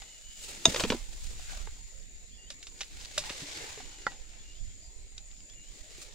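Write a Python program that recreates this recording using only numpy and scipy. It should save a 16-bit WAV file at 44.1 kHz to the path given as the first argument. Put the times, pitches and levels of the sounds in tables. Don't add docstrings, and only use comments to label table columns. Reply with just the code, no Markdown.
import sys
import numpy as np
from scipy import signal
from scipy.io import wavfile
from scipy.ndimage import uniform_filter1d

SR = 44100
rng = np.random.default_rng(int(sys.argv[2]) if len(sys.argv) > 2 else 0)


def wrap_up_sound(samples):
    columns = np.atleast_2d(samples).T
    tamed = np.clip(columns, -1, 1)
    steps = np.round(tamed * 32767).astype(np.int16)
    wavfile.write(sys.argv[1], SR, steps)


def linear_from_db(decibels):
    return 10 ** (np.asarray(decibels, float) / 20)


N = 270774

# [f/Hz, density/dB]
AIR = [(71, -38), (120, -3.5), (684, -10.5), (1210, -39.5), (1940, -6.5), (3110, -13), (5190, -8),
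       (5990, -17.5), (7050, -10), (8140, -11), (11100, -35), (14400, -30), (16000, -57)]
AIR_DB = -60.5
# [f/Hz, likeness/1]
ALIKE = [(60, 0.59), (250, 0.658), (700, 0.78), (2000, 0.33), (6000, 0.14), (15000, 0.068)]
# [t/s, level/dB]
WIND = [(0.0, -59.5), (0.41, -55.5), (0.67, -54), (0.7, -39), (0.73, -48), (1.67, -41), (1.85, -50.5),
        (2.89, -57.5), (2.94, -45.5), (3.18, -55), (3.32, -50.5), (3.52, -58), (4.6, -49), (4.67, -42),
        (4.92, -57.5), (5.04, -45.5), (5.11, -54.5), (6.14, -55.5)]
# [f/Hz, density/dB]
GUST = [(7.1, -17), (12, 6), (30, 6.5), (54, -8), (115, -18), (156, -37), (200, -21.5), (260, -51),
        (440, -120)]
LEE_DB, VEER_DB = -7, 4.5
# [f/Hz, width/Hz, level/dB]
TYMBAL = [(7000, 96, -11), (7004, 366, 10), (7220, 360, -0.5), (14300, 800, -20)]
DRONE_DB, DRONE_SWAY_DB = -55.5, 1.6
# [share of the note/1, f/Hz]
HELD = [(0, 2930), (.3, 2980), (1, 2883)]
CHIP = [(0, 3120), (.4, 3470), (1, 3420)]
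SCOOP = [(0, 2900), (.2, 2800), (.55, 2868), (.8, 3250), (1, 3700)]
PEEP = [(0, 7900), (.5, 7950), (1, 7840)]
# [contour, its notes [t/s, length/s, level/dB]]
SONG = [
    (HELD, [(.05, .14, -61.5), (.215, 0.31, -59.5), (3.82, .24, -61.5)]),
    (CHIP, [(2.315, 0.064, -63), (4.385, .05, -64), (5.488, .055, -62.5)]),
    (SCOOP, [(2.37, .16, -61.5), (4.43, 0.19, -62.5), (5.545, .19, -63.5)]),
    (PEEP, [(5.255, 0.033, -61)]),
]
THIN_DB = -19
# [f/Hz, density/dB]
RUSTLE = [(530, -40.5), (900, -8.5), (989, -38), (1060, -19.5), (1340, -16), (1540, -12), (2240, -8),
          (3620, 1), (6790, -4), (11000, -28), (14300, -42.5), (22000, -120)]
# [f/Hz, density/dB]
STALKS = [(41, -38.5), (70, 0), (150, -5), (232, -12.5), (292, -3), (384, -3), (1350, -10), (2200, -8.5),
          (2860, -14), (4840, -120)]
# [f/Hz, density/dB]
CRISP = [(4410, -30.5), (7500, -5), (12100, -21), (15200, -18), (16200, -22), (16300, -21.5),
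         (16500, -70.5)]
# [peak t/s, length/s, rustle level/dB, stalk re rustle/dB, crispness re rustle/dB]
MOVES = [(0.0, 0.9, -57, -11, -6.5), (0.454, 0.15, -47, -25, -2), (0.54, 0.19, -49.5, -2.5, -7),
         (0.699, 0.12, -40, -7, -6), (0.799, 0.1, -38, -1.5, -5), (0.9, .15, -44.5, -3.5, -5.5),
         (1.246, 0.53, -53.5, -11.5, -4.5), (1.378, 0.69, -57.5, -21, -17), (1.515, 0.3, -49.5, -4.5, -8),
         (1.9, 0.56, -65, -8, -4), (2.547, 0.15, -65.5, -15, -6), (2.821, 0.19, -58, -3, -3.5),
         (3.022, 0.21, -51, -10, -9), (3.26, 0.29, -47.5, -2, -9), (3.417, 0.53, -49, -3.5, -10),
         (3.543, 0.51, -44.5, -6.5, -16), (3.64, 0.26, -52.5, 0.5, -4.5), (3.99, 0.69, -58, -2.5, -13),
         (4.482, 0.71, -60.5, -11, -15), (5.305, 1, -76, -8, -13), (5.758, 0.17, -59, -15, -7),
         (5.957, 0.49, -56, -6, -9), (6.02, 0.058, -52, -12, -2), (6.14, 0.39, -58.5, -19, -18)]
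# [rustle level/dB, stalk level/dB, crispness level/dB]
STILL_DB = (-69.5, -72.5, -82.5)
RISE_SHARE, EDGE_DB = 0.46, -8
# [t/s, peak level/dB, f/Hz]
TICKS = [(.6542, -19, 8500), (2.295, -44, 5200), (2.628, -33, 4300), (2.669, -35, 4000), (2.792, -37, 4200),
         (2.8175, -23, 3800), (2.833, -31, 3500), (3.012, -36, 4000), (3.049, -29, 4400),
         (3.057, -29, 4000), (5.18, -30, 5000), (5.314, -43, 4200), (5.331, -52, 1800), (5.366, -46, 4000),
         (5.405, -46, 3400), (5.499, -36, 5600), (5.536, -47, 3000), (6.02, -45, 5500)]
# [t/s, peak level/dB, f/Hz, ring/cycles]
THUMPS = [(0.656, -27, 340, 1.4), (.659, -25.5, 650, 6.9), (.672, -30, 206, 3.4), (0.684, -22, 181, 0.55),
          (0.702, -50, 223, 3.3), (0.719, -43, 288, 3.5), (.838, -29.5, 203, 1.6), (.865, -37.5, 230, 3.1),
          (.904, -24.5, 226, 1.5), (.935, -33.5, 239, 3.8), (.947, -30, 333, 1.8), (1.674, -50, 430, 2.3),
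          (2.816, -43.5, 500, 0.83), (3.178, -27, 1430, 1.1), (3.305, -38.5, 278, 0.6),
          (3.42, -42.5, 158, 1.6), (3.429, -45, 285, 5.1), (4.0668, -20.5, 1333, 4.3),
          (4.0668, -35, 1530, 5), (4.073, -37, 804, 4), (4.068, -37, 1920, 28), (4.067, -44, 4410, 39),
          (4.067, -33.5, 992, 7.3), (4.067, -33.5, 547, 1.4), (4.067, -31, 753, 3.1),
          (4.075, -56.5, 201, 1.6), (5.983, -50.5, 344, 2)]
# [t/s, peak level/dB, crack f/Hz, knock f/Hz, knock re crack/dB]
SNAPS = [(.019, -38, 2660, 770, -15), (1.395, -54.5, 2500, 704, 2.5), (1.495, -42, 1800, 1460, -16),
         (1.532, -41, 4000, 726, -8.5), (1.672, -45, 1690, 850, -2.5), (2.5035, -28, 4300, 564, -26.5),
         (2.629, -37.5, 4440, 468, -44), (2.669, -38.5, 4370, 664, -24), (2.8075, -30.5, 3220, 1120, -42),
         (2.812, -27.5, 4160, 777, -19), (3.1772, -32, 7000, 1480, -27), (3.1795, -17.5, 4950, 599, -16.5),
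         (3.238, -37, 2960, 784, -12), (3.295, -33, 1970, 930, -10), (3.300, -27, 2950, 548, -20),
         (3.775, -42.5, 3000, 420, -3.5), (3.803, -48.5, 2470, 730, 2.5), (4.0665, -33.5, 4000, 1770, -8),
         (4.118, -45.5, 2170, 750, -8), (4.335, -51.5, 2230, 720, -11), (5.18, -37.5, 4370, 423, -37),
         (6.017, -39.5, 6450, 1150, -20), (6.027, -48, 7360, 565, -32)]
# [t/s, peak level/dB, crack f/Hz, knock f/Hz, knock re crack/dB]
BOUNCES = [(.6530, -24.5, 4400, 950, -31), (.6548, -14.5, 2050, 913, -8.5), (.745, -19.5, 2860, 516, -9.5),
           (.761, -17, 2460, 467, -13), (.797, -20, 2090, 540, -20), (.8025, -20.5, 4200, 530, -11),
           (.807, -19.5, 3100, 600, -8), (.812, -31, 5500, 520, -21), (.837, -16.5, 2270, 304, -7.5),
           (.849, -30, 2200, 437, 4), (.902, -13, 2530, 439, -13.5), (.9205, -20.5, 3260, 420, -3.5),
           (.927, -34.5, 1820, 534, 7.5)]
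SNAP_S, BOUNCE_S = 0.0036, .006
# [t/s, peak level/dB]
CLANGS = [
    (0.6546, 9.5),
    (0.7456, -11),
    (0.7627, -14),
    (0.8046, -19),
]
# [f/Hz, level/dB, 60 dB decay time/s]
BLADE = [(2790, -15, .04), (3585, -3, .045), (3690, 5, .016), (5090, -5, .022), (6330, -5, .022),
         (6475, -9, .07), (7550, -15, .02), (8780, -15, .04)]


def evened(x):
    return x / np.sqrt(np.mean(x ** 2) + 1e-20)


def read(points, hz):
    f, value = np.transpose(points)
    return np.interp(np.log(hz + 1), np.log(f + 1), value)


def curves(rows):
    s, *columns = np.transpose(rows)
    return [np.interp(np.arange(N) / SR, s, c) for c in columns]


def add(mix, s, sound):
    part = mix[round(s * SR):][:len(sound)]
    part += sound[:len(part)]


def resonate(x, hz, width):
    centre = np.clip(hz, 20, SR / 2.2)
    quality = max(hz / width, .3)
    return signal.lfilter(*signal.iirpeak(centre, quality, SR), x)


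def slow(size):
    noise = uniform_filter1d(rng.standard_normal((2, N)), size)
    return evened(uniform_filter1d(noise, size))


def coloured(x, spectrum, lag=0, patchy_db=0, size=512):
    hz, t, z = signal.stft(x, SR, nperseg=size, noverlap=size * 3 // 4)
    patches = uniform_filter1d(rng.standard_normal(z.shape[1:]), 6, 0)
    patches = evened(uniform_filter1d(patches, 16, 1))
    same = np.clip(read(ALIKE, hz), 0, 1)[:, None] * (lag != 0)
    shift = np.exp(2j * np.pi * hz * lag / SR)[:, None]
    right = same * z[0] * shift + np.sqrt(1 - same ** 2) * z[1]
    gain = linear_from_db(read(spectrum, hz)[:, None] + patchy_db * patches)
    z = np.array([z[0], right]) * gain
    return evened(signal.istft(z, SR, nperseg=size, noverlap=size * 3 // 4)[1][:, :N])


def grove(x, lag, scatter_db, t60):
    t = np.arange(6000) / SR
    sparse = rng.random((2, len(t))) < .08
    taps = rng.standard_normal((2, len(t))) * sparse * linear_from_db(-60 * t / t60) * (t > .0006)
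    taps = signal.lfilter([1, -1], [1, -.9], taps)
    taps *= linear_from_db(scatter_db) / np.linalg.norm(taps, axis=1, keepdims=True)
    direct = np.array([np.roll(x, round(lag)), x])
    return direct + signal.fftconvolve(x[None], taps, axes=1)[:, :N]


def dull(x, hz, edge_db):
    return signal.sosfilt(signal.butter(3, hz, fs=SR, output="sos"), x) + linear_from_db(edge_db) * x


def far_foliage():
    return linear_from_db(AIR_DB) * coloured(rng.standard_normal((2, N)), AIR, lag=7.1, patchy_db=4.8, size=1024)


def wind():
    level_db = curves(WIND)[0]
    pan_db = LEE_DB + VEER_DB * slow(size=2500)[0]
    lumps = rng.standard_normal((2, N)) * linear_from_db(3.2 * slow(size=1200))
    return linear_from_db(level_db + 2.5 + np.outer([.5, -.5], pan_db)) * coloured(lumps, GUST, size=2048)


def cicadas():
    out = np.zeros((2, N))
    for side in range(2):
        for per_s in (81.0, 120.5, 158, 230):
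            turns = np.cumsum(per_s * (1 + 0.034 * slow(size=2000)[0])) / SR
            buzz = (.5 + np.exp(-(turns % 1) / .3)) * rng.standard_normal(N)
            for hz, width, db in TYMBAL:
                once = resonate(buzz, hz, 1.3 * width)
                out[side] += linear_from_db(db) * resonate(once, hz, 1.3 * width)
    sway_db = DRONE_SWAY_DB * slow(size=9000)[0]
    return linear_from_db(DRONE_DB + sway_db + np.array([[1.5], [-1.5]])) * evened(out)


def bird():
    out = np.zeros(N)
    waver, flutter = slow(size=160)
    for shape, notes in SONG:
        for s, length, db in notes:
            share = np.arange(0, 1, 1 / (length * SR))
            pitch = np.interp(share, *np.transpose(shape))
            pitch = pitch * (1 + .006 * waver[round(s * SR):][:len(share)])
            tone = np.sin(2 * np.pi * np.cumsum(pitch) / SR) * signal.windows.tukey(len(share), .2)
            thinning_db = THIN_DB * (pitch / pitch[0] - 1)
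            add(out, s, linear_from_db(db + 2.5 + thinning_db) * tone)
    return out * linear_from_db(2.2 * flutter)


def movement():
    t = np.arange(N) / SR
    power = linear_from_db(np.array(STILL_DB))[:, None] ** 2
    for s, length, db, stalk_db, crisp_db in MOVES:
        away = np.maximum((s - t) / RISE_SHARE, (t - s) / (1 - RISE_SHARE)) / length
        peak = linear_from_db(db + np.array([[0], [stalk_db], [crisp_db]]))
        power = power + peak ** 2 * linear_from_db(2 * EDGE_DB * away ** 1.12)
    return 10 * np.log10(power)


def leaves():
    rustle_db, stalk_db, crisp_db = movement()
    clumps = linear_from_db(1.6 * slow(size=300)[0])
    ticks = rng.standard_normal((2, N)) * linear_from_db(1.6 * rng.exponential(1, (2, N)))
    ticks *= rng.random((2, N)) < .05
    drive = (rng.standard_normal((2, N)) + .6 * evened(ticks + ticks[::-1])) * clumps
    rustle = linear_from_db(rustle_db) * coloured(drive, RUSTLE, lag=18.4, patchy_db=0.0)
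    crisp = linear_from_db(crisp_db) * coloured(drive, CRISP, patchy_db=0.5)
    stalks = linear_from_db(stalk_db) * coloured(drive, STALKS, lag=14.0, patchy_db=4.0, size=1024)
    return rustle + crisp + stalks


def knock(hz, cycles, t):
    turns = hz * (t + 0.00037 * (1 - np.exp(-t / 0.0028)))
    ring = np.sin(2 * np.pi * turns) * np.exp(-t * hz / cycles) * (1 - np.exp(-t / 0.00018))
    return ring / abs(ring).max()


def ticks_and_thumps():
    out, t = np.zeros(N), np.arange(3000) / SR
    for (s, db, hz), noise in zip(TICKS, rng.standard_normal((len(TICKS), len(t)))):
        tick = (t == 0) + .15 * noise * np.exp(-t / .002)
        tick = resonate(resonate(tick, hz, 1.3 * hz), hz, 1.3 * hz) + .16 * tick
        add(out, s, linear_from_db(db) * tick / abs(tick).max())
    for s, db, hz, cycles in THUMPS:
        add(out, s, linear_from_db(db) * knock(hz, cycles, t))
    return out


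def hits(rows, length, knock_cycles, width, tail_db):
    out, t = np.zeros(N), np.arange(3000) / SR
    chance = rng.standard_normal((len(rows), 2, len(t)))
    for (s, db, crack_hz, knock_hz, knock_db), (sign, size) in zip(rows, chance):
        fade = np.exp(-t / (0.5 * length)) + linear_from_db(tail_db) * np.exp(-t / (4.8 * length))
        main_break = 4.0 * (t == t[8])
        breaks = (sign * linear_from_db(4.0 * size) + main_break) * fade * (1 - np.exp(-t / .0002))
        crack = resonate(breaks, crack_hz, width * crack_hz)
        crack = resonate(crack, crack_hz, width * crack_hz) + 0.13 * breaks
        rattle = resonate(breaks, 2.0 * knock_hz, 1.1 * knock_hz)
        wood = knock(knock_hz, knock_cycles, t) + 0.72 * rattle / abs(rattle).max()
        add(out, s, linear_from_db(db) * (crack / abs(crack).max() + linear_from_db(knock_db) * wood))
    return out


def frond():
    snaps = hits(SNAPS, SNAP_S, knock_cycles=4.4, width=1.84, tail_db=-8.5)
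    return dull(snaps, 11200, edge_db=-3.5) + dull(ticks_and_thumps(), 8000, edge_db=-6.0)


def blade():
    out, t = np.zeros(N), np.arange(4000) / SR
    grip = .2 + .8 * np.exp(-(t / .0042) ** 4)
    blow = 1 - np.exp(-(t / 0.0019) ** 2)
    for (s, db), phases in zip(CLANGS, rng.random((len(CLANGS), len(BLADE)))):
        ring = np.zeros(len(t))
        for (hz, mode_db, t60), phase in zip(BLADE, phases):
            ring += linear_from_db(mode_db - 60 * t / t60) * np.sin(2 * np.pi * (hz * t + phase))
        add(out, s - .001, linear_from_db(db - 11.0) * ring * grip * blow)
    return out


def dropped_tool():
    bounces = hits(BOUNCES, BOUNCE_S, knock_cycles=2.14, width=2.96, tail_db=-22)
    return dull(bounces, 6500, edge_db=-14) + blade()


def scene():
    background = far_foliage() + wind() + cicadas()
    far = grove(bird(), lag=-3, scatter_db=-9, t60=.15)
    near = linear_from_db([[-.8], [.8]]) * grove(frond(), lag=2, scatter_db=-9, t60=.05)
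    near += grove(dropped_tool(), lag=-1, scatter_db=-9, t60=.06)
    return background + far + leaves() + near


def roll_off(x):
    return signal.sosfilt(signal.butter(12, 17000, fs=SR, output="sos"), x)


def record(dry):
    lowpass = signal.firwin(511, 15830, window=("kaiser", 9), fs=SR)
    limited = signal.oaconvolve(dry, lowpass[None], "same")
    return roll_off(limited)


dry = scene()
out = record(dry)
wrap_up_sound(out)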